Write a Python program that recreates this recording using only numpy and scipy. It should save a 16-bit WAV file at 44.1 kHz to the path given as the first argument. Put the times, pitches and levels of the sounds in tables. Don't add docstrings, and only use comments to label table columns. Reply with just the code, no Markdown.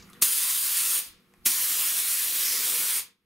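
import sys
import numpy as np
from scipy import signal
from scipy.fft import rfft, irfft, next_fast_len
from scipy.io import wavfile
from scipy.ndimage import uniform_filter1d

SR = 44100
rng = np.random.default_rng(int(sys.argv[2]) if len(sys.argv) > 2 else 0)


def log_audio(samples):
    frames = np.atleast_2d(samples).T
    limited = np.clip(frames, -1, 1)
    pcm = np.round(limited * 32767).astype(np.int16)
    wavfile.write(sys.argv[1], SR, pcm)


def how_loud(loudness_db):
    steps = np.asarray(loudness_db, float) / 20
    return 10 ** steps


N = 143325


def evened(x):
    return x / np.sqrt(np.mean(x ** 2) + 1e-20)


def read(points, hz):
    f, value = np.transpose(points)
    return np.interp(np.log(hz + 1), np.log(f + 1), value)


def octaves_above(hz, corner_hz):
    return np.maximum(np.log2((hz + 1) / corner_hz), 0)


def slow(size, shape=N):
    return evened(uniform_filter1d(uniform_filter1d(rng.standard_normal(shape), size), size))


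def drifting_patches(grid, bins, frames):
    return evened(uniform_filter1d(uniform_filter1d(grid, size=bins, axis=0), size=frames, axis=1))


def stereo_pair(left, other, same):
    return np.array([left, same * left + np.sqrt(1 - same ** 2) * other])


def noise(colour_db, same, patchy_db):
    frames, hz = N // 256 + 5, np.fft.rfftfreq(1024, 1 / SR)[:, None]
    a, b, c, d, grid = rng.standard_normal((frames, 513, 5)).T
    z = stereo_pair(a + 1j * b, c + 1j * d, np.clip(read(same, hz), 0, 1))
    t_s = np.arange(frames) * 256 / SR
    z *= how_loud(colour_db(hz, t_s) + patchy_db * drifting_patches(grid, 9, 14))
    return evened(signal.istft(z, nperseg=1024, noverlap=768)[1][:, :N])


# open_s, shut_s, surge_db, bleed_db, bleed_s
TRIGGER_PULLS = [
    (0.209, 0.992, -1, -16, 0.086),
    (1.446, 2.976, 4.5, 0.5, 0.018),
]
RISE_S, SHUT_S, SURGE_S, THUMP_S = 0.015, 0.015, 0.012, 0.01
SETTLE_DB, SETTLE_S = 2.5, 0.052
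BLEED_SAG_DB_PER_S, BLEED_END_S = -68, 0.02


def valve():
    t = np.arange(N) / SR
    flow, leak, thump = np.zeros(N), np.zeros(N), np.zeros(N)
    for open_s, shut_s, surge_db, bleed_db, bleed_s in TRIGGER_PULLS:
        since_open, since_shut = np.maximum(t - open_s, 0), np.maximum(t - shut_s, 0)
        rise = np.minimum(since_open / RISE_S, 1) ** 3
        late = np.maximum(since_open - RISE_S * 1.22, 0)
        main = np.exp(-since_shut / SHUT_S)
        pressure_db = surge_db * np.exp(-late / SURGE_S) + SETTLE_DB * np.exp(-late / SETTLE_S)
        flow += rise * how_loud(pressure_db) * main
        bleed_end = np.exp(-np.maximum(since_shut - bleed_s, 0) / BLEED_END_S)
        leak += (1 - main) * how_loud(bleed_db + BLEED_SAG_DB_PER_S * since_shut) * bleed_end
        thump += rise * np.exp(-late / THUMP_S)
    return flow, leak, thump


# time_s, hiss_db, share_at_camera_0_to_1, wash_db
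AIM = [(.2, -15.5, 0.04, -49), (.35, -13.5, 0.18, -51), (.74, -13.5, 0.5, -50.5), (.78, -11.5, 0.2, -52.5),
       (.99, -10.5, 0.3, -38), (1.47, -14, 0.6, -50.5), (1.7, -14.5, 0.7, -47), (1.85, -14, 1, -47.5),
       (1.95, -15, 0.5, -44.5), (2.08, -14.5, 0.5, -44.5), (2.2, -14.5, .6, -47.5),
       (2.34, -15.5, 0.7, -42.5), (2.4, -14, 0.85, -42.5), (2.72, -14.5, 0.76, -42), (2.8, -14, 1, -37),
       (2.9, -14.5, 0.7, -54), (3.0, -13, 0.5, -39)]
# freq_hz, density_db
ALONG = [(700, -22), (860, -24.5), (970, -15), (3300, -6), (5500, -5), (7700, -4.5), (8800, 4), (15600, -7)]
# freq_hz, density_db
ACROSS = [(700, -21.5), (850, -20), (970, -12.5), (3700, -4.5), (5500, -5.5), (8200, -2), (11500, -0.5),
          (15600, -4.5)]
# mid_s, length_s, freq_hz, width_hz, lift_db
EDGES = [
    (.775, .03, 5500, 5000, 2.5),
    (2.52, .15, 5400, 800, 5.5),
    (2.55, .15, 2100, 400, 2.5),
    (2.94, .08, 2100, 400, 3.5),
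    (.58, .12, 13500, 2000, 1.5),
    (2.67, .06, 3700, 350, 3.5),
    (2.4, .05, 11800, 900, 2.5),
]


def jet_colour_db(hz, t_s):
    aim_s, _, share, _ = np.transpose(AIM)
    across = np.clip(np.interp(t_s, aim_s, share), 0, 1)
    lift = 0
    for mid_s, length_s, freq_hz, width_hz, lift_db in EDGES:
        lift = lift + lift_db * np.exp(-((t_s - mid_s) / length_s) ** 2 - ((hz - freq_hz) / width_hz) ** 2)
    low_cut = 30 * np.maximum(np.log2(650 / (hz + 1)), 0)
    return read(ALONG, hz) * (1 - across) + read(ACROSS, hz) * across - low_cut + lift


def aim_level_db(column):
    columns = np.transpose(AIM)
    return np.interp(np.arange(N) / SR, columns[0], columns[column])


# freq_hz, likeness_0_to_1
SAME_JET = [(100, 0.93), (700, 1), (1200, 0.95), (3000, 1), (5000, 0.59), (7000, 0.89), (10000, 0.94),
            (15000, 0.85)]
SPUTTER_DB, FLICKER_DB = 0.5, 0.68


def hiss():
    level_db = aim_level_db(1) + SPUTTER_DB * slow(size=30) + FLICKER_DB * slow(size=500)
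    return noise(jet_colour_db, SAME_JET, 1.5) * how_loud(level_db)


# freq_hz, density_db
WASH = [(65, -48), (115, -17), (160, -10), (198, -24.5), (236, -3.5), (440, -7), (495, 5.5), (570, -13.5),
        (673, -2.5), (900, -40), (1170, -34), (1980, -120)]


def wash():
    def colour_db(hz, t_s):
        return read(WASH, hz) - 40 * octaves_above(hz, 800)
    return noise(colour_db, SAME_JET, 1.2) * how_loud(aim_level_db(3) + 0.5 * slow(size=900))


# freq_hz, likeness_0_to_1
SAME_FAR = [(60, 0.64), (240, 0.85), (950, 0.78), (3770, 0.21), (15000, 1)]
BLEED_DULL_DB_PER_OCT = 2.5


def bleed():
    def colour_db(hz, t_s):
        return jet_colour_db(hz, t_s) - BLEED_DULL_DB_PER_OCT * octaves_above(hz, 6000)
    return noise(colour_db, SAME_FAR, 1.54) * how_loud(aim_level_db(1))


def valve_thump():
    b, a = signal.butter(2, [90, 350], "band", fs=SR)
    return how_loud(-39.5) * evened(signal.lfilter(b, a, rng.standard_normal(N)))


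def jet():
    flow, leak, thump = valve()
    return flow * (hiss() + wash()) + leak * bleed() + thump * valve_thump()


# start_s, level_db, centre_hz, width_hz, t60_s
TICKS = [(0, -51, 4000, 5000, 0.18), (0.0243, -49, 5200, 3000, 0.052), (.028, -66, 7000, 303, 0.19),
         (0.044, -64.5, 4800, 490, 0.072), (.073, -58.5, 10000, 4020, .01), (0.089, -60, 1300, 300, .12),
         (.09, -60, 2200, 400, .12), (.091, -60.5, 7500, 4940, 0.017), (0.099, -53, 9500, 8010, 0.032),
         (.099, -55.5, 10300, 895, .04), (0.101, -56.5, 1200, 250, .15),
         (0.1322, -44.5, 6000, 11200, 0.013), (0.1318, -51, 3550, 705, .05), (.137, -57, 7500, 6000, 0.025),
         (.13, -62.5, 1100, 203, 0.14), (0.15, -55, 1850, 350, 0.084), (.156, -58.5, 2700, 797, .08),
         (0.167, -61, 1450, 395, 0.074), (.2255, -31, 1700, 1600, .02), (.226, -39, 380, 340, .04),
         (1.462, -35, 300, 200, .05), (1.204, -58.5, 9000, 9000, 0.027), (1.338, -48, 7500, 8500, 0.013),
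         (1.339, -44, 1410, 2000, 0.025)]
SNAP = 1.5


def ticks():
    out, t = np.zeros(N), np.arange(6000) / SR
    for start_s, level_db, centre_hz, width_hz, t60_s in TICKS:
        band_hz = [max(centre_hz - width_hz / 2, 200), min(centre_hz + width_hz / 2, 20000)]
        drive = rng.standard_normal(len(t))
        drive[0] = SNAP * np.sqrt(SR / width_hz)
        band = signal.butter(3, band_hz, "band", fs=SR, output="sos")
        burst = evened(signal.sosfilt(band, drive))
        at = max(round(start_s * SR), 0)
        out[at:at + len(t)] += how_loud(level_db - 60 * t / t60_s) * burst
    return out


# freq_hz, t60_s
SHOP_DECAY = [(200, 0.66), (1500, 0.44), (4000, 0.39), (9000, 0.23), (15000, 0.2)]
SHOP_DB, NEAR_DB = -8, -13


def tail():
    taps = np.zeros((2, SR // 2))
    slots = np.arange(300, SR // 2 - 20, 20)
    at = slots + rng.integers(0, 20, (2, len(slots)))
    np.put_along_axis(taps, at, rng.choice([-1., 1.], (2, len(slots))), 1)
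    hz, t, z = signal.stft(taps, SR, nperseg=256)
    z = stereo_pair(z[0], z[1], np.clip(read(SAME_FAR, hz), 0, 1)[:, None])
    decay = how_loud(-60 * t / read(SHOP_DECAY, hz)[:, None])
    out = signal.istft(z * decay, SR, nperseg=256)[1]
    out *= how_loud(SHOP_DB) / np.linalg.norm(out[0])
    out[:, rng.integers(40, 900, 7)] += how_loud(NEAR_DB) * rng.choice([-1., 1.], 7) / np.sqrt(7)
    return out


SWEEP_S = 0.12


def shop(x, count=8):
    place = np.arange(N) / SR / SWEEP_S
    out = np.zeros((2, N))
    for k in range(count):
        away = abs((place - k + count / 2) % count - count / 2)
        part = x * np.cos(np.pi / 2 * np.minimum(away, 1))
        out += signal.fftconvolve(part, tail(), axes=1)[:, :N]
    return out


# freq_hz, level_db
HUM = [(172, -65), (194.5, -61), (239.5, -66), (359, -67), (480, -68), (1080, -75), (1320, -75)]


def hum():
    t, out = np.arange(N) / SR, np.zeros(N)
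    for freq_hz, level_db in HUM:
        level = how_loud(level_db + 4 * np.clip(slow(size=1200), -2.5, 1))
        out += np.sqrt(2) * level * np.sin(2 * np.pi * (freq_hz * t + 0.07 * slow(size=2500)))
    return out


# time_s, level_db
GUSTS = [(0, -65), (.25, -67), (.3, -81.5), (.42, -70), (.5, -85), (.7, -81), (.8, -55), (.95, -62),
         (1.15, -61), (1.22, -70.5), (1.43, -60), (1.56, -83.5), (1.66, -80), (1.72, -57), (1.85, -76),
         (1.95, -62), (2.1, -70), (2.17, -87), (2.27, -80), (2.33, -59), (2.44, -63.5), (2.5, -81),
         (2.58, -64.5), (2.66, -76.5), (2.75, -55.5), (2.85, -67.5), (2.92, -59.5), (3.25, -68)]
# freq_hz, likeness_0_to_1
SAME_LOW = [(30, 1), (200, 0.4)]


def draught():
    def colour_db(hz, t_s):
        return -14 * octaves_above(hz, 100)
    gust_db = np.interp(np.arange(N) / SR, *np.transpose(GUSTS))
    return noise(colour_db, SAME_LOW, 1.3) * how_loud(gust_db + 4 * slow(size=1500))


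# freq_hz, density_db
VENTILATION = [(59, -44), (110, -14.5), (195, -9), (277, -15.5), (441, -16.5), (467, -18.5), (573, -21.5),
               (1500, -31), (1950, -58), (3300, -120)]
# freq_hz, density_db
MIC_HISS = [(120, -59.5), (590, -32), (1000, -15.5), (1160, -4.5), (1600, -9.5), (1900, -8.5), (2540, -9.5),
            (5500, -18.5), (7300, -22), (9000, -18.5), (12500, -17.5), (15600, -26.5)]


def room_tone():
    air = how_loud(-58) * noise(lambda hz, t_s: read(VENTILATION, hz), SAME_FAR, 1.0)
    mic = how_loud(-58) * noise(lambda hz, t_s: read(MIC_HISS, hz), SAME_FAR, 0.68)
    return air + mic + draught() + hum()


def scene():
    near = jet() + ticks()
    return near + shop(near) + room_tone()


# freq_hz, threshold_spreads
LOST = [(700, 2.6), (1200, 1.1), (1800, 1.5), (2600, 1.2), (4200, .1), (5600, .9), (9200, .2),
        (11000, -.35), (15000, -.3)]
LOUD_DB, SURGE_LOUD_DB = -34, -22.5


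def thinned(side, mid):
    hz, t, z = signal.stft(side, SR, nperseg=2048, noverlap=1536)
    patch = drifting_patches(rng.standard_normal(z.T.shape).T, 7, 4)
    power = np.interp(t * SR, np.arange(N), uniform_filter1d(mid ** 2, size=1500))
    quiet, below_surge = power < how_loud(2 * LOUD_DB), power < how_loud(2 * SURGE_LOUD_DB)
    kept = (patch > read(LOST, hz)[:, None]) & below_surge | quiet
    return signal.istft(z * kept, nperseg=2048, noverlap=1536)[1][:N]


# start_s, length_s, above_hz
DROPOUTS = [
    (.203, .008, 4800),
    (1.4415, .006, 900),
]


def dropouts(x):
    t = np.arange(N) / SR
    for start_s, length_s, above_hz in DROPOUTS:
        shut = uniform_filter1d(1. * (t > start_s) * (t < start_s + length_s), size=50)
        high = signal.butter(4, above_hz, "high", fs=SR, output="sos")
        x = x - shut * signal.sosfiltfilt(high, x)
    return x


# freq_hz, gain_db
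CAPSULE = [(6200, -0.5), (6800, 0.5), (7500, -1), (11900, 0.5), (12500, -0.5), (13250, 4), (14100, 0.5),
           (15100, 3)]
# freq_hz, gain_db
PORTS = [(100, 0.5), (400, 0), (750, -11.5), (1200, -0.5), (2200, 0.5), (4500, 0.5), (5600, -1),
         (6400, -7.5), (8500, -18.5), (9600, 4.5)]
EDGE_HZ = 15750


def microphone(x):
    size = next_fast_len(N + 4096)
    hz = np.fft.rfftfreq(size, 1 / SR)
    colour = how_loud(read(CAPSULE, hz)) / (1 + np.exp(np.minimum((hz - EDGE_HZ) / 9, 50)))
    mid = irfft(rfft((x[0] + x[1]) / 2, size) * colour, size)[:N]
    side = irfft(rfft((x[0] - x[1]) / 2, size) * colour * how_loud(read(PORTS, hz)), size)[:N]
    side = thinned(side, mid)
    return np.array([mid + side, mid - side])


def band_limit(x):
    return signal.sosfilt(signal.butter(12, 16400, fs=SR, output="sos"), x)


# time_s, gain_db
GAIN = [(0, -1.5), (.229, -1), (.238, -7), (0.27, -11), (1.001, -14.5), (1.22, -12), (1.45, -9), (1.5, -11),
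        (2.99, -12), (3.081, -17), (3.17, -25), (3.25, -24)]
NOTCH_HZ, NOTCH_WIDTH_HZ, NOTCH_DEPTH = 600, 110, 0.8


def record(dry):
    b, a = signal.iirpeak(NOTCH_HZ, NOTCH_HZ / NOTCH_WIDTH_HZ, SR)
    x = dry - NOTCH_DEPTH * signal.lfilter(b, a, dry)
    x = x * how_loud(np.interp(np.arange(N) / SR, *np.transpose(GAIN)))
    mix = microphone(dropouts(x))
    return band_limit(mix)


dry = scene()
out = record(dry)
log_audio(out)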